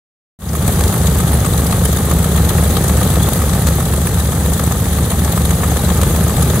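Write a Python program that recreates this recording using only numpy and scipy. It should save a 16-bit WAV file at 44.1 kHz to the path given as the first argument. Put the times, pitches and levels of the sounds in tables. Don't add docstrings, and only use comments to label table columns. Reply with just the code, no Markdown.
import sys
import numpy as np
from scipy import signal
from scipy.fft import rfft, irfft
from scipy.io import wavfile

SR = 44100
rng = np.random.default_rng(int(sys.argv[2]) if len(sys.argv) > 2 else 0)


def master_out(mix):
    frames = np.transpose(np.atleast_2d(mix))
    ceiling = np.clip(frames, -1, 1)
    pcm = np.round(ceiling * 32767).astype(np.int16)
    wavfile.write(sys.argv[1], SR, pcm)


N = 291060
TIME = np.arange(N) / SR
CYLINDERS = 14
BLADES_PER_CYCLE = 2 * 3 * 9 / 16


# multiple of the cycle rate, relative level in dB.
NEAR_TONES = [(7, -27), (9, -23), (12, -22), (14, -25), (18, -25), (21, -24), (23, -25)]
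FAR_TONES = [(7, -32), (9, -16), (15, -29), (16, -28), (17, -29), (21, -26)]

def throb(cycles, boosted_tones, waver_db):
    out, cycle_starts = 0, np.arange(int(cycles[-1]) + 2)
    for multiple in range(5, 28):
        plain_db = -35.5 - 6 * max(np.log2(9 / multiple), 0)
        db = dict(boosted_tones).get(multiple, plain_db)
        cycle_gains = undb(db + waver_db * rng.standard_normal(len(cycle_starts)))
        gain = np.interp(cycles, cycle_starts, cycle_gains)
        out = out + gain * np.cos(2 * np.pi * (multiple * cycles + rng.random()))
    return out


def firings(cycles):
    times = times_at(cycles, np.arange(CYLINDERS) + .13 * rng.standard_normal(CYLINDERS))
    times = times + .0006 * rng.standard_normal(times.shape)
    pipe_db = .7 * rng.standard_normal(CYLINDERS)
    burn_db = 2 * np.minimum(rng.standard_normal(times.shape), 1.7)
    signs = rng.choice([-1, 1], times.shape)
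    return strikes(times, undb(pipe_db + burn_db) * signs)


# frequency in Hz, relative level in dB.
POP_SPECTRUM = [(25, -22.5), (45, -12), (70, -1), (120, 1), (175, -0.5), (230, -7.5), (310, -12),
                (470, -12), (650, -19.5), (830, -16), (1000, -23), (1250, -20.5), (2000, -29.5),
                (5000, -37.5)]

def exhaust_pops(near, far):
    return burst(firings(near) + firings(far), POP_SPECTRUM, tail_s=.0054, rush_db=4.5, db=-18)


# place in the firing order (0-14), hiss in dB, bark in dB.
LEAKS = [(1.5, 1, -7), (2.9, 4, 0), (7.8, -1.5, -15), (10.9, 2.5, -10)]
# frequency in Hz, relative level in dB.
BARK_SPECTRUM = [(300, -12.5), (780, -5.5), (1000, -3), (1100, 0.5), (1270, 3), (1420, -10.5), (1600, -10),
                 (1760, -3.5), (2050, -11), (2600, -12.5), (3500, -21), (6000, -36), (15000, -35)]

def blow_off(cycles):
    tight = np.setdiff1d(np.arange(CYLINDERS), np.round(np.array(LEAKS)[:, 0]))
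    wear_db = 2 * rng.random(len(tight)) - 1
    tight_rows = np.c_[tight, -3.5 + wear_db, -14 + wear_db]
    places, hiss_db, bark_db = np.vstack([LEAKS, tight_rows]).T
    times = times_at(cycles, places)
    times = times + .0017 * rng.standard_normal(times.shape)
    hiss_flare, bark_flare = np.minimum(rng.exponential(size=(2, *times.shape)), 2.5)
    gas = jets(times + .0013, hiss_db + 1.97 * hiss_flare, swell_s=.0023, decay_s=.0018, patchy_db=3)
    bark_shape = puffs(times, bark_db + 2 * bark_flare, rise_s=.0005, decay_s=.0046)
    barks = stereo_noise(bark_shape, BARK_SPECTRUM, width=.3, left_db=2)
    rush = hiss(rng.standard_normal((2, N)))
    return level(gas, -25) + level(rush, -26) + level(barks, -33)


def jets(times, db, swell_s, decay_s, patchy_db):
    gas, edges_hz = 0, np.linspace(1500, 16500, 11)
    opening = signal.windows.gaussian(1024, swell_s * SR)
    spectrum, hz = rfft(rng.standard_normal((2, N))), np.fft.rfftfreq(N, 1 / SR)
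    for low, high in zip(edges_hz, edges_hz[1:]):
        power = strikes(times, undb(db + patchy_db * rng.standard_normal(times.shape)) ** 2)
        power = ring_out(signal.oaconvolve(power, opening, "same"), decay_s) / (decay_s * SR)
        band = irfft(spectrum * ((hz >= low) & (hz < high)), N)
        gas = gas + np.sqrt(np.abs(power)) * band
    return hiss(gas)


# frequency in Hz, left gain in dB, right gain in dB.
HISS_SPECTRUM = [(1780, -5, 0), (2200, -19.5, -8), (3270, 1.5, -28), (3790, 1.5, -12.5), (5480, -8.5, -20),
                 (6500, 1.5, -13), (7500, -1.5, -39), (7590, 2.5, -10), (8440, 1.5, -8), (10220, -6.5, 4),
                 (11650, -10, -1.5), (12900, -2.5, -1), (16200, -12.5, -7)]

def hiss(gas):
    hz, *sides_db = np.transpose(HISS_SPECTRUM)
    return np.array([colour(side, np.c_[hz, db]) for side, db in zip(gas, sides_db)])


# frequency in Hz, relative level in dB.
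SLAP_SPECTRUM = [(200, -13), (420, 4), (560, 2.5), (800, 2), (1000, -10), (1120, -4), (1280, -2),
                 (1430, -18.5), (1800, -11), (3500, -22), (8000, -39)]
THUMP_SPECTRUM = [(140, -14.5), (220, -3), (320, -8), (470, -8.5), (620, -13.5), (900, -26), (2500, -49.5)]

def propellers(near, far):
    near_kicks = blade_kicks(near, offset=.96, jitter_s=.0012)
    far_kicks = blade_kicks(far, offset=.58, jitter_s=.0005)
    slaps = burst(near_kicks, SLAP_SPECTRUM, tail_s=.0045, rush_db=6, db=-29.7)
    thumps = burst(far_kicks, THUMP_SPECTRUM, tail_s=.002, rush_db=-6, db=-27.6)
    return slaps + thumps


def blade_kicks(cycles, offset, jitter_s, scatter_db=1.3):
    marks = (np.arange(int(cycles[-1] * BLADES_PER_CYCLE)) + offset) / BLADES_PER_CYCLE
    lateness, force = rng.standard_normal((len(marks), 2)).T
    times = np.interp(marks, cycles, TIME) + jitter_s * lateness
    return strikes(times, undb(scatter_db * np.clip(force, -2, 1.5)))


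# time in seconds, level in dB relative to others of its kind.
GAS_SPITS = [(0.6774, -7.5), (0.7238, -10), (1.5776, -11), (2.4917, -6.5), (3.1023, -14), (3.2286, -13),
             (3.3323, -7), (4.5342, -8.5), (4.6384, -11)]
LOUD_BARKS = [(1.446, -17.5), (1.724, -19.5), (2.117, -21), (2.378, -19.5), (2.582, -18), (5.119, -19),
              (5.277, -17.5), (5.632, -14.5)]
PIPE_CRACKS = [(0.8086, -11), (0.837, -10), (3.6706, -9), (3.6854, -11), (6.0142, -10), (6.0324, -12)]
# frequency in Hz, relative level in dB.
CRACK_SPECTRUM = [(150, -22), (700, -7), (1300, -6), (2500, -12), (3600, -9), (5400, -14), (7500, -9),
                  (15000, -18)]

def misfires():
    spits = jets(*np.transpose(GAS_SPITS), swell_s=.001, decay_s=.003, patchy_db=2.2)
    crack_shape = puffs(*np.transpose(PIPE_CRACKS), rise_s=.0004, decay_s=.004)
    cracks = stereo_noise(crack_shape, CRACK_SPECTRUM, width=.5, left_db=4)
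    bark_shape = puffs(*np.transpose(LOUD_BARKS), rise_s=.001, decay_s=.005)
    barks = stereo_noise(bark_shape, BARK_SPECTRUM, width=.3, left_db=1.5)
    return spits + undb(17) * barks + undb(9) * cracks


# start in seconds, relative level in dB, pitch in Hz.
METAL_KNOCKS = [(1.841, -26, 6550), (1.8542, -22, 3090), (1.9704, -21, 3640), (3.1981, -20, 3330),
                (3.2335, -19, 3430), (4.2014, -21, 3860), (5.7917, -24, 3860), (5.8466, -21, 4020)]

def clinks():
    out = 0
    for start, db, hz in METAL_KNOCKS:
        age = np.maximum(TIME - start, 0)
        shape = np.exp(-age / .006) * (1 - np.exp(-age / .0012))
        out = out + undb(db) * shape * np.sin(2 * np.pi * hz * age)
    return np.outer([2, .6], out)


def burst(kicks, spectrum, tail_s, rush_db, db):
    direct = level(colour(kicks, spectrum), 0)
    tails = np.sqrt(ring_out(kicks ** 2 + 1e-18, tail_s))
    sound = direct + level(stereo_noise(tails, spectrum, width=.12, left_db=.5), rush_db)
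    upper = signal.sosfilt(signal.butter(1, 450, "high", fs=SR, output="sos"), sound)
    return level(sound + .18 * upper * np.array([[1], [-1]]), db)


def puffs(times, db, rise_s, decay_s):
    power = ring_out(strikes(times, undb(db) ** 2) + 1e-18, decay_s / 2)
    return np.sqrt(ring_out(power, rise_s) / (rise_s * SR))


def stereo_noise(shape, spectrum, width, left_db):
    mid, side = (colour(shape * rng.standard_normal(N), spectrum) for _ in range(2))
    return np.array([(mid + width * side) * undb(left_db / 2), (mid - width * side) * undb(-left_db / 2)])


def colour(x, spectrum, size=8192):
    hz, db = np.transpose(spectrum)
    f = np.maximum(np.fft.rfftfreq(size, 1 / SR), 1)
    roll_off = np.minimum(1, np.minimum(f / hz[0], hz[-1] / f)) ** 2
    gain = undb(np.interp(np.log(f), np.log(hz), db)) * roll_off
    cepstrum = irfft(np.log(gain))
    cepstrum[1:size // 2] *= 2
    cepstrum[size // 2 + 1:] = 0
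    return signal.fftconvolve(x, irfft(np.exp(rfft(cepstrum))))[:N]


def times_at(cycles, places):
    marks = np.arange(int(cycles[-1]) + 1)[:, None] + np.asarray(places) / CYLINDERS
    return np.interp(marks, cycles, TIME)


def strikes(times, sizes):
    inside = (times > 0) & (times < TIME[-1])
    return np.bincount((times[inside] * SR).astype(int), sizes[inside], N)


def ring_out(x, decay_s):
    return signal.lfilter([1], [1, -np.exp(-1 / (decay_s * SR))], x)


def undb(db):
    return 10 ** (np.asarray(db) / 20)


def level(x, db):
    return x * undb(db) / np.sqrt(np.mean(x ** 2))


def curve(rows):
    return np.interp(TIME, *np.transpose(rows))


# time in seconds, cycles per second.
NEAR_CYCLE_RATE = [(0, 7.672), (1.3, 7.672), (2, 7.655), (3, 7.673), (3.9, 7.668), (4.6, 7.645),
                   (6.6, 7.646)]
FAR_CYCLE_RATE = [(0, 8.078), (2, 8.08), (3.1, 8.092), (4, 8.108), (4.8, 8.09), (6.6, 8.087)]
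# time in seconds, relative strength in dB.
FIRING_EFFORT = [(1.0, -24.5), (1.9, -25.5), (3.0, -23), (4.1, -27), (5.0, -27), (5.7, -25), (6.5, -24)]

def scene():
    near, far = (np.cumsum(curve(rate)) / SR for rate in (NEAR_CYCLE_RATE, FAR_CYCLE_RATE))
    effort_db = curve(FIRING_EFFORT) - np.mean(curve(FIRING_EFFORT))
    bass = throb(near, NEAR_TONES, waver_db=1.3) + throb(far, FAR_TONES, waver_db=.5)
    roar = (exhaust_pops(near, far) + propellers(near, far)) * undb(.9 * effort_db)
    bass_and_gas = (level(bass, -14) + blow_off(near)) * undb(.46 * effort_db)
    return roar + bass_and_gas + misfires() + clinks()


# time in seconds, volume as a multiplier.
FADE_IN = [(.388, 0), (.39, 0.051), (.45, 0.28), (.55, 0.56), (.7, 0.96)]

def record(dry):
    late_left = np.interp(TIME - 8e-5, TIME, dry[0])
    high_pass = signal.butter(2, 2500, "high", fs=SR, output="sos")
    left = late_left + signal.sosfiltfilt(high_pass, dry[0] - late_left)
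    faded = np.array([left, dry[1]]) * curve(FADE_IN)
    top_cut = signal.ellip(10, .05, 60, 15700, fs=SR, output="sos")
    return signal.sosfiltfilt(top_cut, np.clip(faded, -1, 1))


dry = scene()
out = record(dry)
master_out(out)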